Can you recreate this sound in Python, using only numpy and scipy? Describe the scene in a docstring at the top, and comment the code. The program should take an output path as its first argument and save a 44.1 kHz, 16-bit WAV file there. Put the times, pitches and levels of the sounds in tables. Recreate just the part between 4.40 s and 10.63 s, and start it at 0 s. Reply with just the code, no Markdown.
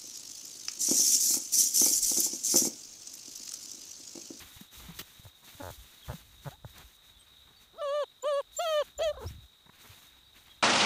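"""A puppy trots over a lawn close to a hand-held camera. From the start grass swishes, steps and handling
thud, and insects trill steadily. From about 1 s its slack vocal folds give a few soft grunts, and a far
bird begins to chirp now and then. From 3.4 s the folds sing four whines through the nose, the last three
opening with a thin whistle of air in the nostrils. The last whine trails off in a wobbling whimper just
before 5 s, leaving the rustle, the thuds and the garden."""
import sys
import numpy as np
from scipy import signal
from scipy.fft import rfft, irfft, next_fast_len
from scipy.io import wavfile
from scipy.ndimage import uniform_filter1d, map_coordinates

SR = 44100
rng = np.random.default_rng(int(sys.argv[2]) if len(sys.argv) > 2 else 0)


def transcribe(signal):
    """Save signal, clipped to [-1, 1], as a 16-bit WAV file at the path in sys.argv[1]."""
    frames = np.atleast_2d(signal).T
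    limited = np.clip(frames, -1, 1)
    pcm = np.round(limited * 32767).astype(np.int16)
    wavfile.write(sys.argv[1], SR, pcm)


N = 274563
T = np.arange(N) / SR
TOP_HZ = 15400  # the camera cuts the treble above this


def from_db(db):
    """Turn decibels into a number to multiply by."""
    return 10 ** (np.asarray(db) / 20)


def unit_level(x):
    """Scale a signal to an average power of 1."""
    return x / np.sqrt(np.mean(x ** 2) + 1e-20)


def curves(rows, t):
    """Join each column of a table with straight lines; the first column is time."""
    times, *columns = np.transpose(rows)
    return [np.interp(t, times, column) for column in columns]


def gain_at(colour, hz):
    """How strongly a colour, a table of frequency_hz and gain_db, passes a frequency."""
    points_hz, db = np.transpose(colour)
    return from_db(np.interp(np.log(np.maximum(hz, 1)), np.log(points_hz), db))


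def tint(x, colour):
    """Filter a signal by a colour and bring it to unit level."""
    size = next_fast_len(len(x))
    spectrum = rfft(x, size) * gain_at(colour, np.fft.rfftfreq(size, 1 / SR))
    return unit_level(irfft(spectrum, size)[:len(x)])


def noise(colour):
    """Steady noise of a given colour."""
    return tint(rng.standard_normal(N), colour)


def wander(rate_hz, t):
    """A smooth random curve, mostly within -1 to 1, with rate_hz new values a second."""
    steps = rng.standard_normal(8192)
    return map_coordinates(steps, [(t - t[0]) * rate_hz], order=3, mode="wrap")


def fade(t, start, end, rise_s, fall_s):
    """Fade in after start and out before end."""
    ramp = np.minimum((t - start) / rise_s, (end - t) / fall_s)
    return np.sin(np.pi / 2 * np.clip(ramp, 0, 1)) ** 2


def span(start, end):
    """Sample times from start to end."""
    return T[max(int(start * SR), 0):int(end * SR)]


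def add(out, start, x):
    """Mix a sound in at a time."""
    i = max(int(round(start * SR)), 0)
    out[i:i + len(x)] += x[:N - i]


def movements(rows, rise_s, fall_s, sag_db_per_s=0):
    """Strength of overlapping movements: each builds up, holds or sags, then dies away."""
    power = np.zeros(N)
    for start, length, db in rows:
        age = span(start, start + length + 6 * fall_s) - start
        shape = np.clip(age / rise_s, 0, 1) * np.exp(-np.maximum(age - length, 0) / fall_s)
        add(power, start, (shape * from_db(db - sag_db_per_s * age)) ** 2)
    return np.sqrt(power)


def rubs(rows, colour):
    """Short bursts of rubbing noise."""
    force = np.zeros(N)
    for start, length, db in rows:
        end = start + length
        add(force, start, from_db(db) * fade(span(start, end), start, end, length / 4, length / 3))
    return force * noise(colour)


# colour of still air: frequency_hz, gain_db
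AIR_COLOUR = [(40, -6), (110, -2.5), (300, -9), (1500, -9), (2400, -20.5), (5000, -14.5), (9500, -17),
              (10500, -22), (12000, -19.5), (15000, -15.5)]
def still_air(level_db=-68.5):
    """A faint, even hiss behind everything."""
    return noise(AIR_COLOUR) * from_db(level_db)


# colour of the insect chorus: frequency_hz, gain_db
INSECT_COLOUR = [(2700, -29), (3300, -9), (3600, -4.5), (3780, 8), (3930, -1.5), (4200, -13), (4800, -31.5)]
def insects(level_db=-63, trill_hz=55, trill_depth=0.24, swell_db=2.1):
    """Distant insects blend into one narrow band of noise that pulses fast, swells and ebbs."""
    trill = 1 + trill_depth * np.sin(2 * np.pi * trill_hz * T + 2 * wander(7.9, T))
    return noise(INSECT_COLOUR) * trill * from_db(level_db + swell_db * wander(9, T))


# chirps of a far bird: start_s, length_s, first_pitch_hz, last_pitch_hz, level_db
BIRD_CHIRPS = [(1.58, 0.056, 4450, 3530, -64), (1.621, 0.026, 3350, 3170, -50.5),
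               (2.733, 0.055, 3400, 3520, -66), (2.788, 0.033, 8250, 8200, -59),
               (2.78, 0.039, 3230, 3150, -61), (2.96, 0.062, 3400, 3160, -72),
               (3.156, 0.038, 4600, 4480, -65), (4.856, 0.032, 4840, 5840, -50.5),
               (5.842, 0.038, 4600, 4680, -70), (6.093, 0.05, 3370, 3210, -57)]
def bird(waver=0.01, echo=0.58, echo_decay_s=0.016):
    """Gliding chirps, smeared by echoes from trees and walls."""
    chirps = np.zeros(N)
    for start, length, first_hz, last_hz, db in BIRD_CHIRPS:
        t = span(start, start + length)
        hz = np.linspace(first_hz, last_hz, len(t)) * (1 + waver * wander(383, t))
        tone = np.sqrt(2) * np.sin(2 * np.pi * np.cumsum(hz) / SR)
        add(chirps, start, from_db(db) * tone * fade(t, start, start + length, 0.011, 0.0021))
    t = span(0, .15)
    tail = unit_level(rng.standard_normal(len(t)) * np.exp(-t / echo_decay_s)) / np.sqrt(len(t))
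    return (chirps + echo * signal.fftconvolve(chirps, tail)[:N]) / np.hypot(1, echo)


# the hand jostles the camera: start_s, length_s, level_db
HAND_JOSTLES = [(0, 0.04, -52), (.35, 0.26, -54), (1.27, 0.054, -58), (1.38, 0.075, -56),
                (1.79, 0.62, -60.5), (2.69, 0.091, -66), (3.0, .07, -64.5), (4.02, 0.46, -70.5),
                (4.56, 0.37, -53.5), (4.83, 0.12, -45), (4.95, 0.093, -56), (5.8, 0.44, -70)]
# colour of the rumble: frequency_hz, gain_db
LOW_RUMBLE_COLOUR = [(25, -27), (40, 1), (60, 4.5), (100, -5), (170, -17.5), (300, -23.5), (600, -75)]
def rumble(breeze_db=-75, gust_db=4):
    """The hand on the camera and the breeze on the microphone make a low, uneven rumble."""
    handling = movements(HAND_JOSTLES, rise_s=0.021, fall_s=0.022)
    low_noise = noise(LOW_RUMBLE_COLOUR)
    breeze = from_db(breeze_db + gust_db * wander(3.4, T))
    return low_noise * np.hypot(handling, breeze)


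# dull knocks: start_s, pitch_hz, level_db, decay_s
KNOCKS = [(0.164, 98, -45, 0.0036), (0.211, 222, -39.5, 0.0031), (0.484, 188, -40, 0.0099),
          (0.614, 130, -48, 0.0037), (0.796, 125, -42, 0.0019), (0.855, 100, -39.5, 0.007),
          (1.149, 111, -48, 0.0041), (1.304, 107, -39.5, 0.0057), (1.375, 63, -47, 0.014),
          (1.677, 77.5, -36, 0.012), (1.738, 187, -36, 0.0059), (2.248, 116, -35.5, 0.0054),
          (2.439, 62, -47.5, .012), (4.86, 97, -29.5, 0.0083), (4.908, 128, -35, 0.0034),
          (4.942, 79.4, -50, 0.011), (4.981, 128, -43, 0.0043), (5.494, 107.5, -47, 0.0088)]
def thuds(pitch_sag=0.17):
    """Steps and handling make soft knocks that swell for an instant and sink in pitch."""
    out, t = np.zeros(N), span(0, .15)
    for start, hz, db, decay in KNOCKS:
        sinking_hz = hz * (1 - pitch_sag * (1 - np.exp(-t / (2 * decay))))
        phase = 2 * np.pi * np.cumsum(sinking_hz) / SR
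        swell = t / decay * np.exp(1 - t / decay)
        add(out, start, from_db(db) * np.sin(phase) * swell)
    return out


def grains(spread_db, colour):
    """A crowd of tiny touches, most weak and a few stronger."""
    strength = np.minimum(rng.exponential(size=N), 4)
    return tint(rng.standard_normal(N) * from_db(spread_db * strength), colour)


def crackle(colour, ticks_per_s=70, spread_db=4):
    """Scattered ticks of stiff blades springing back."""
    ticks = (rng.random(N) < ticks_per_s / SR) * rng.choice([-1, 1], N)
    strength = from_db(spread_db * np.clip(rng.standard_normal(N), -2, 2))
    return tint(ticks * strength, colour)


# legs and body sweep through the grass: start_s, length_s, blade_db, stem_db
GRASS_SWEEPS = [(-.03, 0.061, -52.5, -55), (0.04, 0.2, -56, -61.5), (0.304, 0.12, -53.5, -59.5),
                (0.39, 0.13, -58.5, -60), (0.526, 0.084, -53, -60), (0.634, 0.17, -59.5, -64.5),
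                (0.814, 0.061, -59, -67.5), (0.938, 0.063, -64.5, -70), (1.024, 0.18, -56.5, -60),
                (1.2, 0.16, -54, -62.5), (1.369, 0.25, -60, -63), (1.63, .17, -55.5, -58.5),
                (1.826, 0.17, -64.5, -71.5), (2.005, .11, -58, -63.5), (2.237, 0.083, -62, -69.5),
                (2.325, 0.1, -60, -59.5), (2.415, 0.14, -64.5, -70), (2.612, 0.096, -65.5, -68.5),
                (2.747, 0.47, -71, -71.5), (3.181, 0.049, -64.5, -65.5), (4.111, 0.13, -58.5, -74),
                (4.152, 0.21, -54, -85), (4.406, 0.071, -60, -62), (4.61, 0.069, -58.5, -80),
                (4.782, 0.06, -58, -66), (4.852, 0.05, -57.5, -58), (5.003, 0.014, -64, -68),
                (5.314, 0.089, -67.5, -65), (5.379, 0.29, -59.5, -62), (5.672, 0.12, -73, -66.5),
                (5.925, 0.085, -64, -64.5), (6.012, 0.16, -68, -65.5)]
# single blades flick free: start_s, length_s, level_db
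BLADE_FLICKS = [(1.303, 0.016, -49), (2.38, 0.0066, -47)]
# colours of the blades and of the stems: frequency_hz, gain_db
BLADE_COLOUR = [(1500, -38), (3500, 5), (5000, -2.5), (6400, 4), (8000, -1.5), (9500, 0.5), (10500, -5.5),
                (12000, 1.5), (15000, 0)]
STEM_COLOUR = [(100, 3), (300, 2.5), (550, -4), (1000, 0.5), (1600, 2), (2400, 2.5), (3300, 0.5),
               (4500, -2.5), (7000, -29)]
def grass(boost_db=3, blade_rest_db=-77, stem_rest_db=-75.5, crackle_db=-13, flicker_db=0.92, tuft_db=2):
    """Blades slip past each other with a fine, crackling hiss; stems add a duller swish, tuft by tuft."""
    def sweeps(levels_db, rest_db):
        moving = movements(zip(starts, lengths, levels_db), rise_s=0.036, fall_s=0.035, sag_db_per_s=12)
        return np.hypot(moving, from_db(rest_db))  # the lawn still stirs between sweeps

    starts, lengths, blade_db, stem_db = np.transpose(GRASS_SWEEPS)
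    hiss = grains(2, BLADE_COLOUR) + from_db(crackle_db) * crackle(BLADE_COLOUR)
    hiss *= sweeps(blade_db, blade_rest_db) * from_db(boost_db + flicker_db * wander(90, T))
    swish = grains(4.5, STEM_COLOUR)
    swish *= sweeps(stem_db, stem_rest_db) * from_db(boost_db + tuft_db * wander(50, T))
    return hiss + swish + rubs(BLADE_FLICKS, BLADE_COLOUR)


# brisk brushes through the blades: start_s, length_s, level_db
GRASS_BRUSHES = [(.208, 0.0076, -52), (0.587, 0.016, -34.5), (0.597, 0.025, -40.5), (1.752, 0.0062, -54),
                 (1.921, .004, -61), (2.393, 0.0047, -69), (4.017, 0.0043, -54), (4.475, 0.0049, -59)]
# their colour: frequency_hz, gain_db
GRASS_BRUSH_COLOUR = [(88, -35), (150, 4.5), (294, 4.5), (833, -9), (1800, 4), (2180, -4), (3030, 3),
                      (4290, -2), (9820, -8.5), (10600, -13), (15000, 0)]
def brushes():
    """Quick, bright rubs against the grass."""
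    return rubs(GRASS_BRUSHES, GRASS_BRUSH_COLOUR)


# soft scuffs: start_s, length_s, level_db
PAW_SCUFFS = [(.203, 0.0094, -58), (.326, 0.0082, -57), (.385, 0.087, -58), (.478, 0.041, -54.5),
              (1.022, 0.036, -61), (1.678, 0.013, -49), (2.045, 0.027, -53.5), (2.36, 0.082, -56.5),
              (3.065, 0.067, -63.5), (5.26, 0.017, -56.5), (5.29, 0.013, -52), (5.435, 0.039, -56)]
# their colour: frequency_hz, gain_db
PAW_SCUFF_COLOUR = [(40, -30), (130, 8.5), (300, 2.5), (600, -4), (1000, 4), (1500, -1.5), (2300, -7),
                    (5000, -49)]
def scuffs():
    """Dull rubs of paws and fur."""
    return rubs(PAW_SCUFFS, PAW_SCUFF_COLOUR)


# tones the closed muzzle rings with: pitch_hz, decay_s, gain_db
MUZZLE_TONES = [(280, 0.0019, 2), (587, 0.0018, 23), (854, 0.0037, 12.5), (1220, 0.0051, 1),
                (1420, 0.0069, 2)]
# creaky grunts: start_s, length_s, first_pulse_rate_hz, last_pulse_rate_hz, level_db, chest_gain_db
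PUPPY_GRUNTS = [(0.852, .02, 73.7, 73, -41, -3), (1.1993, 0.019, 294, 266, -35, -5.5),
                (1.224, 0.079, 97.6, 79.3, -30, -13.5), (1.691, 0.026, 126.8, 111.6, -30, -4),
                (1.725, 0.012, 275, 240, -37, -14), (2.0588, .03, 148.6, 128, -32, -3),
                (2.2465, .003, 103, 100, -29.5, -8)]
def grunts(edge_db=-4, muffle_hz=1780):
    """Slack vocal folds snap shut pulse by pulse, and each snap rings the closed muzzle."""
    out, t = np.zeros(N), span(0, .05)
    ring = sum(from_db(db) * np.cos(2 * np.pi * hz * t) * np.exp(-t / decay)
               for hz, decay, db in MUZZLE_TONES)
    # lips and fur let nothing high through
    ring = signal.sosfilt(signal.butter(10, muffle_hz, fs=SR, output="sos"), ring)
    ring /= np.abs(ring).max()
    for start, length, first_hz, last_hz, db, chest_db in PUPPY_GRUNTS:
        age = 0
        for random_db in rng.standard_normal(16):
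            if age >= length:
                break
            period = 1 / np.interp(age, [0, length], [first_hz, last_hz])
            arch = np.sin(np.pi * age / length)  # strongest in the middle
            force = from_db(db + edge_db * (1 - arch) + random_db)
            add(out, start + age, force * ring)
            # the chest swells before each snap and sinks after it
            cycle = np.pi * span(0, 2 * period) / period
            chest = -np.sin(2 * cycle) * np.sin(cycle / 2) ** 2
            add(out, start + age - period, force * from_db(chest_db) * chest)
            age += period
    return out


def harmonics(hz, colour, count):
    """The vocal folds' phase, their tones at 1, 2, 3... times the pitch, and each tone's gain."""
    phase = 2 * np.pi * np.cumsum(hz) / SR
    multiple = np.arange(1, count + 1)[:, None]
    gains = gain_at(colour, multiple * hz) * (multiple * hz < TOP_HZ)
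    return phase, np.sin(multiple * phase), gains


# one list of points for each whimper: time_s, pitch_hz, level_db, creak (0-1)
WHIMPER_PATHS = [
    [(3.335, 312, -64, 0.87), (3.375, 545, -55, 0.44), (3.384, 640, -42.5, .1), (3.402, 674, -35, 0),
     (3.418, 639, -37.5, 0.04)],
    [(2.115, 668, -59, 0.5), (2.13, 767, -53, 0.4), (2.153, 870, -61, 0.1)],
    [(4.725, 794, -49, 0), (4.746, 542, -48, 0), (4.763, 836, -49, 0.05), (4.775, 497, -41.5, 0),
     (4.796, 576, -46, 0.3), (4.82, 405.5, -45, 0.35), (4.842, 498, -42.5, 0.98), (4.862, 320, -53, 0.4)],
]
# colour of the closed muzzle: frequency_hz, gain_db
MUZZLE_COLOUR = [(300, 11.5), (600, 3.5), (900, 1.5), (1350, -2.5), (1700, -13.5), (2100, -34), (3300, -21),
                 (5000, -28)]
def whimpers(creak_depth=0.81):
    """A weak, wobbly voice behind a closed mouth; when it creaks, strong and weak cycles take turns."""
    out = np.zeros(N)
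    for path in WHIMPER_PATHS:
        start, end = path[0][0] - .003, path[-1][0] + 0.0095
        t = span(start, end)
        hz, db, creak = curves(path, t)
        wobble = 1 + (.01 + .07 * creak) * wander(400, t)
        phase, waves, gains = harmonics(hz * wobble, MUZZLE_COLOUR, count=8)
        uneven = 1 + creak * (creak_depth * np.sin(phase / 2) + wander(309.7, t) / 2)
        voice = unit_level((waves * gains).sum(axis=0) * uneven)
        add(out, start, voice * from_db(db) * fade(t, start, end, 0.0051, 0.005))
    return out


# nose whistles: start_s, length_s, first_pitch_hz, last_pitch_hz, level_db
NOSE_WHISTLES = [(3.82, 0.016, 6900, 7250, -42.5), (4.163, 0.036, 7250, 7190, -35.5),
                 (4.575, 0.02, 7200, 7130, -42)]
# colour of breath through the nose, in whistles and whines: frequency_hz, gain_db
BREATH_COLOUR = [(500, -28), (1500, -5), (2250, -31), (3200, -17), (4400, 8), (5200, -8), (6600, 6),
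                 (8000, -13), (9500, 0), (10600, -18), (12500, -2), (15000, -24)]
def whistles(octave_db=-15, waver=0.0034, breath_db=-24):
    """Air squeezed through the nostrils swells into a thin whistle just before the voice catches."""
    out, breath = np.zeros(N), noise(BREATH_COLOUR)
    for start, length, first_hz, last_hz, db in NOSE_WHISTLES:
        t = span(start, start + length)
        hz = np.linspace(first_hz, last_hz, len(t)) * (1 + waver * wander(380, t))
        phase = 2 * np.pi * np.cumsum(hz) / SR
        tone = np.sqrt(2) * (np.sin(phase) + from_db(octave_db) * np.sin(2 * phase))
        force = from_db(db + 1.3 * wander(150, t)) * fade(t, start, start + length, .008, .006)
        add(out, start, force * (tone + from_db(breath_db) * breath[:len(t)]))
    return out


# the four whines: start_s, end_s, octave_db, opening_rasp (0-1), rasp_length_s,
# closing_pitch_drop (0-1), turned_away (0-1)
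PUPPY_WHINES = [(3.407, 3.65, -40, 0.77, 0.0081, 0.35, 0.12), (3.826, 4.019, -38.5, 0.62, 0.022, 0.27, 0),
                (4.182, 4.435, -38.5, 0.44, .014, 0.33, 0.96), (4.581, 4.727, -49, 1, 0.038, .03, 1)]
# one list of points for each whine: time_s, pitch_hz, lowest_tone_db, upper_tones_db
WHINE_PATHS = [
    [(3.412, 612, -32, -46), (3.422, 580, -34.5, -51), (3.44, 599, -33.5, -52), (3.465, 563, -33, -51),
     (3.49, 549, -32.5, -47.5), (3.52, 566, -31.5, -50), (3.55, 598, -30, -47.5), (3.6, 587, -29.5, -47),
     (3.625, 557, -30, -47.5)],
    [(3.833, 508, -40.5, -58), (3.845, 516, -34, -52), (3.862, 572, -29, -48), (3.884, 611, -28, -46),
     (3.905, 595, -29.5, -46.5), (3.93, 561, -28, -47.5), (3.96, 555.6, -29.5, -47), (3.987, 576, -28, -46),
     (4.003, 577, -28, -49.5)],
    [(4.188, 568, -32.5, -73), (4.198, 639, -28.5, -42.5), (4.212, 692, -31.5, -39),
     (4.234, 716, -33.5, -39), (4.268, 643.4, -31.5, -40.5), (4.3, 637.3, -31.2, -41),
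     (4.35, 603.4, -27.5, -41), (4.39, 595, -26, -38.5), (4.414, 575, -26.5, -44.5)],
    [(4.59, 590, -38.5, -55), (4.6, 602, -30.5, -50.5), (4.618, 628, -27.5, -44.5),
     (4.638, 678, -29.5, -36), (4.655, 645, -28.5, -40.5), (4.672, 624, -27, -44.5),
     (4.69, 588, -28, -44.5), (4.705, 602, -30.5, -47.5), (4.719, 583, -25, -71)],
]
# colour of nose and throat, for the third harmonic and up: frequency_hz, gain_db
THROAT_COLOUR = [(1500, 4.5), (1850, 0), (2200, -15), (2400, -5), (2700, -4), (3100, 7.5), (3400, 0.5),
                 (3900, -8), (4450, -5.5), (5100, -33), (6000, -15), (7000, -13.5), (7700, -26),
                 (8400, -14), (9100, -21), (9900, -21), (10800, -31), (12000, -29), (15000, -38)]
def whines(settle_s=0.0071, slack_s=0.007, slack_db=-32, flutter_db=2.15, shade_db=-11,
           breath_db=-24, rasp_db=16, upper_boost_db=1.5, dip_hz=1424, dip_width_hz=32, dip_db=-11):
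    """The vocal folds sing a clean tone with raspy ends; air hisses through the nose once a cycle."""
    out, breath = np.zeros(N), noise(BREATH_COLOUR)
    for (start, end, octave_db, rasp, rasp_length, drop, away), path in zip(PUPPY_WHINES, WHINE_PATHS):
        t = span(start, end)
        hz, lowest_db, upper_db = curves(path, t)
        # the folds settle after the rasp, and go slack as the air runs out
        opening = (1 - np.tanh((t - start - rasp_length) / settle_s)) / 2
        slack = np.exp((t - end) / slack_s)
        rough = np.clip(.04 + rasp * opening + .6 * slack, 0, 1)
        hz = hz * (1 - drop * np.minimum(2 * slack, 1))
        pitch_shake = 1 + (.0015 + .07 * rough ** 1.5) * wander(500, t)
        level_shake = from_db(2.6 * rough * wander(350, t))
        smooth_hz = uniform_filter1d(hz, int(0.0053 * SR))
        phase, waves, gains = harmonics(smooth_hz * pitch_shake, THROAT_COLOUR, count=26)
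        # the head shades the highest tones as the puppy turns aside
        tone_hz = np.arange(1, len(gains) + 1)[:, None] * hz
        gains *= from_db(shade_db * away * np.interp(tone_hz, [6500, 8200], [0, 1]))
        # the higher a tone, the more it flutters
        depths_db = flutter_db * np.clip(tone_hz / 3000, .7, 3)
        upper = sum(wave * gain * from_db(depth_db * wander(70, t))
                    for wave, gain, depth_db in zip(waves[2:], gains[2:], depths_db[2:]))
        # the nose swallows the octave of the highest notes
        swallowed_db = dip_db * np.exp(-((2 * hz - dip_hz) / dip_width_hz) ** 2)
        octave_gain = from_db(octave_db + swallowed_db) * np.clip((t - start) / 0.016, 0, 1)
        low = np.sqrt(2) * (from_db(lowest_db + slack_db * slack) * waves[0] + octave_gain * waves[1])
        hiss = from_db(breath_db + rasp_db * rough) * breath[:len(t)] * (1 + .5 * np.cos(phase))
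        high = from_db(upper_db + upper_boost_db) * (1 - slack) * (unit_level(upper) + hiss)
        add(out, start, (low + high) * level_shake * fade(t, start, end, 0.015, 0.015))
    return out


def scene():
    """The puppy's voice, the sounds of moving and the garden, in one channel."""
    voice = whines() + whimpers() + grunts() + whistles()
    moving = thuds() + rumble() + grass() + brushes() + scuffs()
    garden = insects() + bird() + still_air()
    return (voice + moving + garden)[None]


def record(dry):
    """The camera cuts the top of the treble."""
    return signal.sosfilt(signal.ellip(10, .2, 70, TOP_HZ, fs=SR, output="sos"), dry)


dry = scene()
out = record(dry)
transcribe(out)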